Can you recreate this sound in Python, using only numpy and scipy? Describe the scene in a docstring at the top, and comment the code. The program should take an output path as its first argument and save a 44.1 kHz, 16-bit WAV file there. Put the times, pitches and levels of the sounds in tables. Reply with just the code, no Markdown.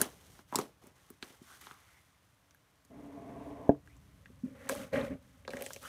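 """Air pockets burst in sticky slime that hands poke, lift, stretch and press in a metal bowl in a quiet room.
Each burst is a ringing noise snap and smack plus a low sine plop; a decaying-noise echo follows.
The bowl, dragged on carpet, hums as resonant modes; low thuds of bowl and slime are short sine jolts.
Kneading strokes swell the rubbing, a squelch of ringing cavities and a crackle of random grains;
an early bed of faint hiss stops abruptly. Gliding noise bands squeak over floor rumble and room noise."""
import sys
import numpy as np
from scipy import signal
from scipy.fft import rfft, irfft, next_fast_len
from scipy.io import wavfile
from scipy.ndimage import uniform_filter1d

SR = 44100
rng = np.random.default_rng(int(sys.argv[2]) if len(sys.argv) > 2 else 0)


def waveform_to_disk(signal):
    """Save audio, clipped to [-1, 1], as 16-bit WAV at the path in sys.argv[1]."""
    frames = np.transpose(np.atleast_2d(signal))
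    scaled = np.clip(frames, -1, 1) * 32767
    samples = np.round(scaled).astype(np.int16)
    wavfile.write(sys.argv[1], SR, samples)


N = 259297
PRESSED_IN_S = 4.2  # from here all the slime is back in the bowl


def amp(db):
    """Decibels to gain."""
    return 10 ** (np.asarray(db) / 20)


def rms_one(x):
    """Scale to unit rms."""
    return x / np.sqrt(np.mean(x ** 2) + 1e-20)


def steady(x, over_s):
    """Divide by the running rms, which evens the level to 1."""
    return x / np.sqrt(uniform_filter1d(x ** 2, round(over_s * SR)) + 1e-20)


def in_time(rows):
    """Interpolate rows of (seconds, values..) to one curve per column, sample by sample."""
    s, *columns = np.transpose(rows)
    return [np.interp(np.arange(N) / SR, s, column) for column in columns]


def colour(x, spectrum):
    """Shape by (Hz, dB) points, closed steeply outside them; unit rms."""
    hz, db = np.transpose(spectrum)
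    size = next_fast_len(N)
    log_grid = np.log(np.arange(size // 2 + 1) * SR / size + 1)
    log_points = np.log(np.r_[hz[0] / 2, hz, hz[-1] * 1.25])
    gain = amp(np.interp(log_grid, log_points, np.r_[-90, db, -90]))
    return rms_one(irfft(rfft(x, size) * gain, size)[:N])


def drift(corner_hz):
    """Slow random wander of unit rms: noise through two equal low-pass poles."""
    r = np.exp(-2 * np.pi * corner_hz / SR)
    noise = rng.standard_normal(N + SR)
    return rms_one(signal.lfilter([1], [1, -2 * r, r * r], noise)[SR:])  # first second settles


def ring(x, hz, t60_s):
    """Two-pole resonator: a unit click starts a decaying sine of about unit height."""
    r, w = amp(-60 / (t60_s * SR)), 2 * np.pi * hz / SR
    return signal.lfilter([0, np.sin(w)], [1, -2 * r * np.cos(w), r * r], x + 1e-18)


def add(out, start_s, piece):
    """Mix a short piece in at its start time."""
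    i = round(start_s * SR)
    out[i:i + len(piece)] += piece[:N - i]


def grains(per_s, spread_db, smooth):
    """Tiny random ruptures of uneven size over a share of smooth noise."""
    sizes = amp(spread_db * np.minimum(rng.exponential(1, N), 5)) * rng.choice([-1, 1], N)
    clicks = rms_one(sizes * (rng.random(N) < per_s / SR))
    return clicks + smooth * rng.standard_normal(N)


def room_noise():
    """Faint steady noise of the room."""
    # Each row: frequency in Hz, relative density in dB per Hz.
    room_spectrum = [(88, -26), (150, -7), (235, -6.5), (291, 6.5), (361, -7), (637, -2), (716, -6.5),
                     (1060, -3), (2140, -8.5), (4860, -17), (9440, -21), (14500, -22), (16000, -26.5)]
    return amp(-73) * colour(rng.standard_normal(N), room_spectrum)


def floor_rumble():
    """Low noise of the floor shaken by the hands."""
    # Each row: time in seconds, level in dB.
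    rumble_levels = [(0.0, -62), (0.6, -68.5), (2.88, -73.5), (3.11, -67.5), (3.44, -56.5), (5.12, -64),
                     (5.88, -62)]
    # Each row: frequency in Hz, relative density in dB per Hz.
    rumble_spectrum = [(13, -63), (22, -30), (65, 0), (103, -2), (134, -5.5), (200, -9), (260, -38),
                       (440, -120)]
    level_db = in_time(rumble_levels)[0]
    return amp(level_db) * colour(rng.standard_normal(N), rumble_spectrum)


def kneading():
    """Levels in dB of strokes, and of an early bed of faint hiss that stops abruptly near 0.42 s; powers add."""
    # Strokes and the hiss bed (second row), each row: start in seconds, length in seconds,
    # level change over that length in dB, release in dB/s, then levels in dB:
    # rubbing of low modes, rubbing of upper modes, squelch, crackle.
    swells = [(-0.02, 0.054, -1.5, 249, -45.5, -44, -46, -46),
              (0.075, 0.341, -0.5, 899.5, -70.5, -76, -70.5, -66.5),
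              (0.462, .06, 12.5, 302, -100, -94, -79.5, -76),
              (0.521, .08, 9, 249.5, -51.5, -57, -59.5, -59), (0.803, 0.075, -1, 195, -72, -66, -70, -70.5),
              (0.94, 0.17, 0.5, 150, -87, -80, -74.5, -73), (1.209, 0.12, -5, 122, -67, -66, -61.5, -60),
              (1.4, 0.15, 8.5, 122, -81, -85, -72, -69), (1.595, .13, -5, 206, -69.5, -92, -59, -58.5),
              (1.756, 0.19, -1.5, 51.5, -90, -81, -68.5, -70),
              (2.889, 0.17, 5.5, 41.5, -56, -63.5, -73, -82), (3.11, .4, 5, 100, -54, -55.5, -70.5, -79),
              (3.537, .18, 0.5, 451, -57, -51.5, -71, -77), (3.84, 0.63, -2, 150, -70.5, -83.5, -77, -78),
              (4.425, 0.086, 0, 103, -53.5, -75, -70, -76),
              (4.535, 0.16, 12, 302.5, -66, -68, -66.5, -76.5),
              (4.689, 0.028, 0.5, 249, -53, -37, -50, -46),
              (4.744, .09, -1.5, 249, -46.5, -51.5, -51.5, -56),
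              (4.916, 0.1, -4.5, 299.5, -35, -32.5, -41.5, -55.5),
              (5.02, .04, -2, 200.5, -42, -44.5, -49, -60.5), (5.087, .05, -4, 448, -36.5, -48.5, -58, -72),
              (5.2, 0.48, -6.5, 200, -67.5, -85, -75, -75.5), (5.487, .13, 4, 300.5, -70, -51.5, -61, -64),
              (5.621, 0.15, -6.5, 152, -85, -55.5, -66, -53.5), (5.8, .08, 4.5, 300, -69, -68, -60, -58.5)]
    # Slime creeping between strokes: levels in dB of the same four layers.
    resting_db = (-102.5, -86, -83, -79)
    attack_s = 0.018  # time of a 30 dB rise
    t = np.arange(0, N + 64, 64) / SR
    power = amp(resting_db)[:, None] ** 2 * np.ones(len(t))
    for start_s, length_s, swell_db, release_db_per_s, *levels_db in swells:
        shape_db = swell_db * np.clip((t - start_s) / length_s, 0, 1)
        shape_db -= release_db_per_s * np.maximum(t - start_s - length_s, 0)
        shape_db -= 30 * np.maximum(1 - (t - start_s) / attack_s, 0)
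        power = power + amp(np.array(levels_db)[:, None] + shape_db) ** 2
    return in_time(np.c_[t, 10 * np.log10(power).T])


def fine_crackle(level_db):
    """Random tiny ruptures over smooth noise, with a slightly wavering level."""
    # Each row: frequency in Hz, relative density in dB per Hz.
    crackle_spectrum = [(1760, -29), (3000, 1), (4760, -4), (6220, -0.5), (7510, -5.5), (8170, -2.5),
                        (10300, -4.5), (11200, -5), (15000, -9.5), (16000, -15.5)]
    ruptures = grains(1700, 1.1, smooth=0.52)
    return amp(level_db + 0.45 * drift(40)) * colour(ruptures, crackle_spectrum)


def squeaks(wander_hz):
    """Air squeezed through a narrowing gap: a narrow noise band glides in pitch, swells and fades."""
    # Each row: start in seconds, end in seconds, first pitch in Hz, last pitch in Hz, level in dB.
    glides = [(1.429, 1.604, 1196, 1560, -60), (1.601, 1.818, 1310, 1148, -63),
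              (1.807, 2.083, 1963, 2150, -72.5), (3.874, 3.97, 1800, 2710, -70),
              (4.553, 4.703, 1600, 2106, -64.5), (4.923, 4.999, 1740, 2163, -45),
              (5.818, 5.89, 1200, 1443, -49.5), (5.83, 5.879, 2700, 3270, -60.5)]
    out = np.zeros(N)
    unsteady = drift(wander_hz) + 1j * drift(wander_hz)
    for start_s, end_s, first_hz, last_hz, db in glides:
        i, size = round(start_s * SR), round((end_s - start_s) * SR)
        pitch_hz = np.linspace(first_hz, last_hz, size)
        tone = np.exp(2j * np.pi * np.cumsum(pitch_hz) / SR)
        wander = unsteady[i:i + size]
        kept = len(wander)
        add(out, start_s, amp(db) * (np.hanning(size)[:kept] * tone[:kept] * wander).real)
    return out


def squelch(level_db):
    """Small wet cavities close at random, each ringing at its own pitch; low levels mostly hiss."""
    # Each row: frequency in Hz, relative density in dB per Hz.
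    squelch_spectrum = [(410, -27.5), (700, -2), (844, 2.5), (941, -6.5), (1060, 2), (1900, 0), (2000, 2),
                        (4500, -20), (5850, -45.5), (9900, -120)]
    wetness = np.clip((level_db + 70) / 18, .25, 1)
    closing = wetness * grains(1200, 3.5, smooth=0) + .6 * rng.standard_normal(N)
    cavities_hz = np.geomspace(750, 4400, 24)
    dealt = rng.integers(0, len(cavities_hz), N)  # cavity that each sample excites
    rings = np.zeros(N)
    for k, hz in enumerate(cavities_hz):
        rings += rms_one(ring(closing * (dealt == k), hz, 34 / hz)) / np.sqrt(hz)
    wet = colour(np.diff(rings, prepend=0), squelch_spectrum)
    return amp(level_db + 1.2 * drift(34)) * steady(wet, over_s=0.071)


def bowl(force):
    """Resonant modes of the bowl: one set with the slime pulled up, another with its mass on the walls."""
    # Both tables, each row: mode frequency in Hz, gain in dB, t60 in seconds.
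    lifted_modes = [(141, -17.5, 0.33), (288.6, 3, 0.11), (446, -0.5, 0.025), (690.3, -2, 0.069),
                    (845, -8.5, 0.026), (1040, -27.5, .06), (1600, -34.5, 0.024)]
    pressed_modes = [(143.3, -22, 0.043), (263.9, 2, 0.1), (556.7, 4.5, 0.044), (803, -13.5, 0.053),
                     (1034, -23, 0.068), (1570, -23.5, 0.059), (1880, -23, 0.092), (2270, -26, 0.08)]
    t = np.arange(N) / SR
    pressed = t >= PRESSED_IN_S
    force = force * amp(np.where(t < 2.8, -22, 0))  # until then hands on the rim deaden the modes
    out = np.zeros(N)
    for modes, active in ((lifted_modes, ~pressed), (pressed_modes, pressed)):
        for hz, db, t60_s in modes:
            out += amp(db) * ring(force * active, hz, t60_s)
    return out


def rubbing(low_db, upper_db):
    """Carpet fibres and sticky slime pluck the bowl in fine jerks; running levels of low and upper parts are evened."""
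    # Dull carpet rustle, each row: frequency in Hz, relative density in dB per Hz.
    carpet_spectrum = [(90, -10.5), (200, -3), (500, -0.5), (1100, -2), (1400, -20.5)]
    fibres = grains(1500, 2.5, smooth=1.2) * amp(1.5 * drift(25))
    hum = bowl(fibres)
    hum = hum / hum[-SR:].std()
    rustle_db = np.where(np.arange(N) < PRESSED_IN_S * SR, -3, -16.5)  # weaker under the full weight
    drag = hum + amp(rustle_db) * colour(fibres, carpet_spectrum)
    split_hz = 420
    low = signal.sosfilt(signal.butter(4, split_hz, "low", fs=SR, output="sos"), drag)
    upper = signal.sosfilt(signal.butter(4, split_hz, "high", fs=SR, output="sos"), drag)
    return amp(low_db) * steady(low, over_s=0.11) + amp(upper_db) * steady(upper, over_s=0.067)


def jolt(db, hz, cycles):
    """A rounded wobble, a few sine cycles under a squared-sine swell."""
    cycles = max(cycles, .5)
    phase = np.arange(0, cycles, hz / SR)  # in cycles
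    return amp(db) * np.sin(2 * np.pi * phase) * np.sin(np.pi * phase / cycles) ** 2


def low_thuds():
    """Low thuds of the bowl knocked and the slime pushed, with a higher slap in the knock at 3.69 s."""
    # Each row: time in seconds, level in dB, pitch in Hz, length in cycles.
    thuds = [(0.981, -56, 300, 0.85), (1.415, -44.5, 256, 2.1), (3.6926, -5, 477, 1.52),
             (3.692, -37, 1610, 7.2), (3.75, -43.5, 501, 0.58), (4.301, -48, 259, 1.4),
             (4.433, -32.5, 244, 3.47), (4.457, -40, 231, 1.93), (4.935, -35, 256, 2.7),
             (5.546, -34.5, 300, 1.07)]
    out = np.zeros(N)
    for s, db, hz, cycles in thuds:
        add(out, s, jolt(db, hz, cycles))
    return out


def burst(hz, peak_db, cycles, noise, last_s, mouth_cycles):
    """A short uneven tear rings in its pocket and again in its soft mouth; more cycles narrow the colour."""
    t = np.arange(len(noise)) / (last_s * SR)
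    tear = noise * t * np.exp(-t)
    sound = ring(ring(tear, hz, cycles / hz), hz, mouth_cycles / hz)
    sound = np.diff(sound, prepend=0)  # a small source radiates no bass
    return amp(peak_db) * sound / np.abs(sound).max()


def pops():
    """Each burst is a bright snap with a dying fizz, a wetter smack and a low plop of the mass just after."""
    # Each row: time in seconds, snap peak in dB, snap pitch in Hz, smack peak in dB, smack pitch in Hz,
    # plop level in dB.
    pockets = [(0.0151, -4, 8470, -23, 1500, -24), (0.3905, -47.5, 3880, -46, 1270, -49),
               (0.5251, -43, 11300, -29, 970, -36), (0.5313, -69, 3610, -30, 1030, -53),
               (0.5463, -46, 8300, -25, 980, -50), (0.557, -13.5, 5600, -27.5, 1210, -26.5),
               (0.5874, -20.5, 6600, -23, 1130, -24.5), (0.6132, -35, 4000, -50, 1270, -37.5),
               (0.838, -52, 9370, -64, 1740, -47.5), (0.8695, -43.5, 10000, -67, 1065, -48),
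               (1.1027, -36, 11200, -51, 1240, -42), (1.2262, -28, 3650, -34, 1600, -39),
               (1.3007, -51, 3370, -55, 1880, -51.5), (1.6127, -35, 10100, -69, 1240, -78),
               (1.6692, -40.5, 3300, -39, 1270, -53), (1.711, -48, 3400, -37, 1270, -51),
               (2.5087, -51, 5340, -58.5, 2150, -72), (2.5469, -50, 9700, -54, 1600, -75),
               (2.85, -49.5, 6900, -66, 1800, -63.5), (3.8743, -58, 8900, -48.5, 1710, -59),
               (3.9667, -54, 6300, -66, 1047, -71), (4.2577, -66, 4100, -43, 1810, -64),
               (4.6911, -21.5, 7100, -33, 1730, -57), (4.6947, -22, 7300, -23, 1530, -29),
               (4.7512, -33.5, 8700, -38, 1170, -37), (4.933, -46, 3710, -37.5, 1570, -47),
               (5.0489, -49, 8020, -38.5, 1560, -60), (5.4498, -67, 3670, -44, 2260, -50),
               (5.4781, -34, 3750, -32.5, 1420, -32.5), (5.4915, -44, 3500, -60, 990, -32.5),
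               (5.505, -40, 3680, -38, 2100, -55), (5.5343, -39, 5500, -33.5, 1750, -31.5),
               (5.5689, -39, 6560, -34, 2110, -36.5), (5.5896, -44, 6170, -51, 2000, -40),
               (5.6095, -37, 8750, -40, 2270, -34.5), (5.6223, -26, 9300, -38, 2270, -36),
               (5.6632, -29, 5940, -33.5, 1960, -38), (5.7058, -46, 6390, -36, 1500, -59),
               (5.7335, -28.5, 6460, -46, 2220, -61), (5.7453, -38, 7500, -55, 2850, -66),
               (5.762, -36, 6360, -39, 1930, -41), (5.8293, -41, 7240, -62, 1300, -53)]
    air, plops = np.zeros(N), np.zeros(N)
    for s, snap_db, snap_hz, smack_db, smack_hz, plop_db in pockets:
        snap_noise, smack_noise, fizz_noise = rng.standard_normal((3, 2048))
        add(air, s, burst(snap_hz, snap_db, 4, snap_noise, last_s=.0002, mouth_cycles=.6))
        add(air, s, burst(snap_hz, snap_db - 20.5, 2, fizz_noise, last_s=.002, mouth_cycles=.85))
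        add(air, s, burst(smack_hz, smack_db, 9, smack_noise, last_s=.0005, mouth_cycles=1.5))
        centre_hz = 300 if s < PRESSED_IN_S else 556  # higher once the mass is pressed tight
        plop_hz = centre_hz * np.exp(.06 * rng.standard_normal())
        add(plops, s + .0015, jolt(plop_db, plop_hz, cycles=2.16))
    return air, plops


def tail(x):
    """Echo from slime, bowl and room: noise that dies band by band, faded in over 2.2 ms."""
    # Each row: band frequency in Hz, level in dB, t60 in seconds.
    echo_bands = [(300, -35, 0.17), (1500, -27.5, 0.051), (4000, -24, 0.04), (8240, -21, 0.033),
                  (15800, -39.5, 0.044)]
    t = np.arange(SR // 2) / SR
    echo = np.zeros(len(t))
    for hz, db, t60_s in echo_bands:
        edges_hz = [hz / 1.62, min(hz * 1.374, 19000)]
        band = signal.butter(1, edges_hz, "band", fs=SR, output="sos")
        noise = signal.sosfilt(band, rng.standard_normal(len(t)))
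        echo += amp(db - 60 * t / t60_s) * noise
    return signal.fftconvolve(x, echo * np.minimum(t / 0.0022, 1))[:N]


def scene():
    """Room, kneading, bowl and pops at one microphone."""
    low_db, upper_db, squelch_db, crackle_db = kneading()
    background = room_noise() + floor_rumble()
    wet = squelch(squelch_db) + squeaks(wander_hz=240)
    air, plops = pops()
    jolts = plops + low_thuds()
    struck = amp(-42) * bowl(jolts)  # jolts also set the bowl ringing
    direct = air + jolts
    slime = wet + fine_crackle(crackle_db)
    return (direct + tail(direct) + struck + rubbing(low_db, upper_db) + slime + background)[None]


def record(dry):
    """The small microphone loses the deep bass; the top is cut."""
    thin = signal.sosfilt(signal.butter(2, 45.3, "high", fs=SR, output="sos"), dry)
    return signal.sosfilt(signal.cheby2(12, 60, 16500, fs=SR, output="sos"), thin)  # 60 dB down at 16.5 kHz


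dry = scene()
out = record(dry)
waveform_to_disk(out)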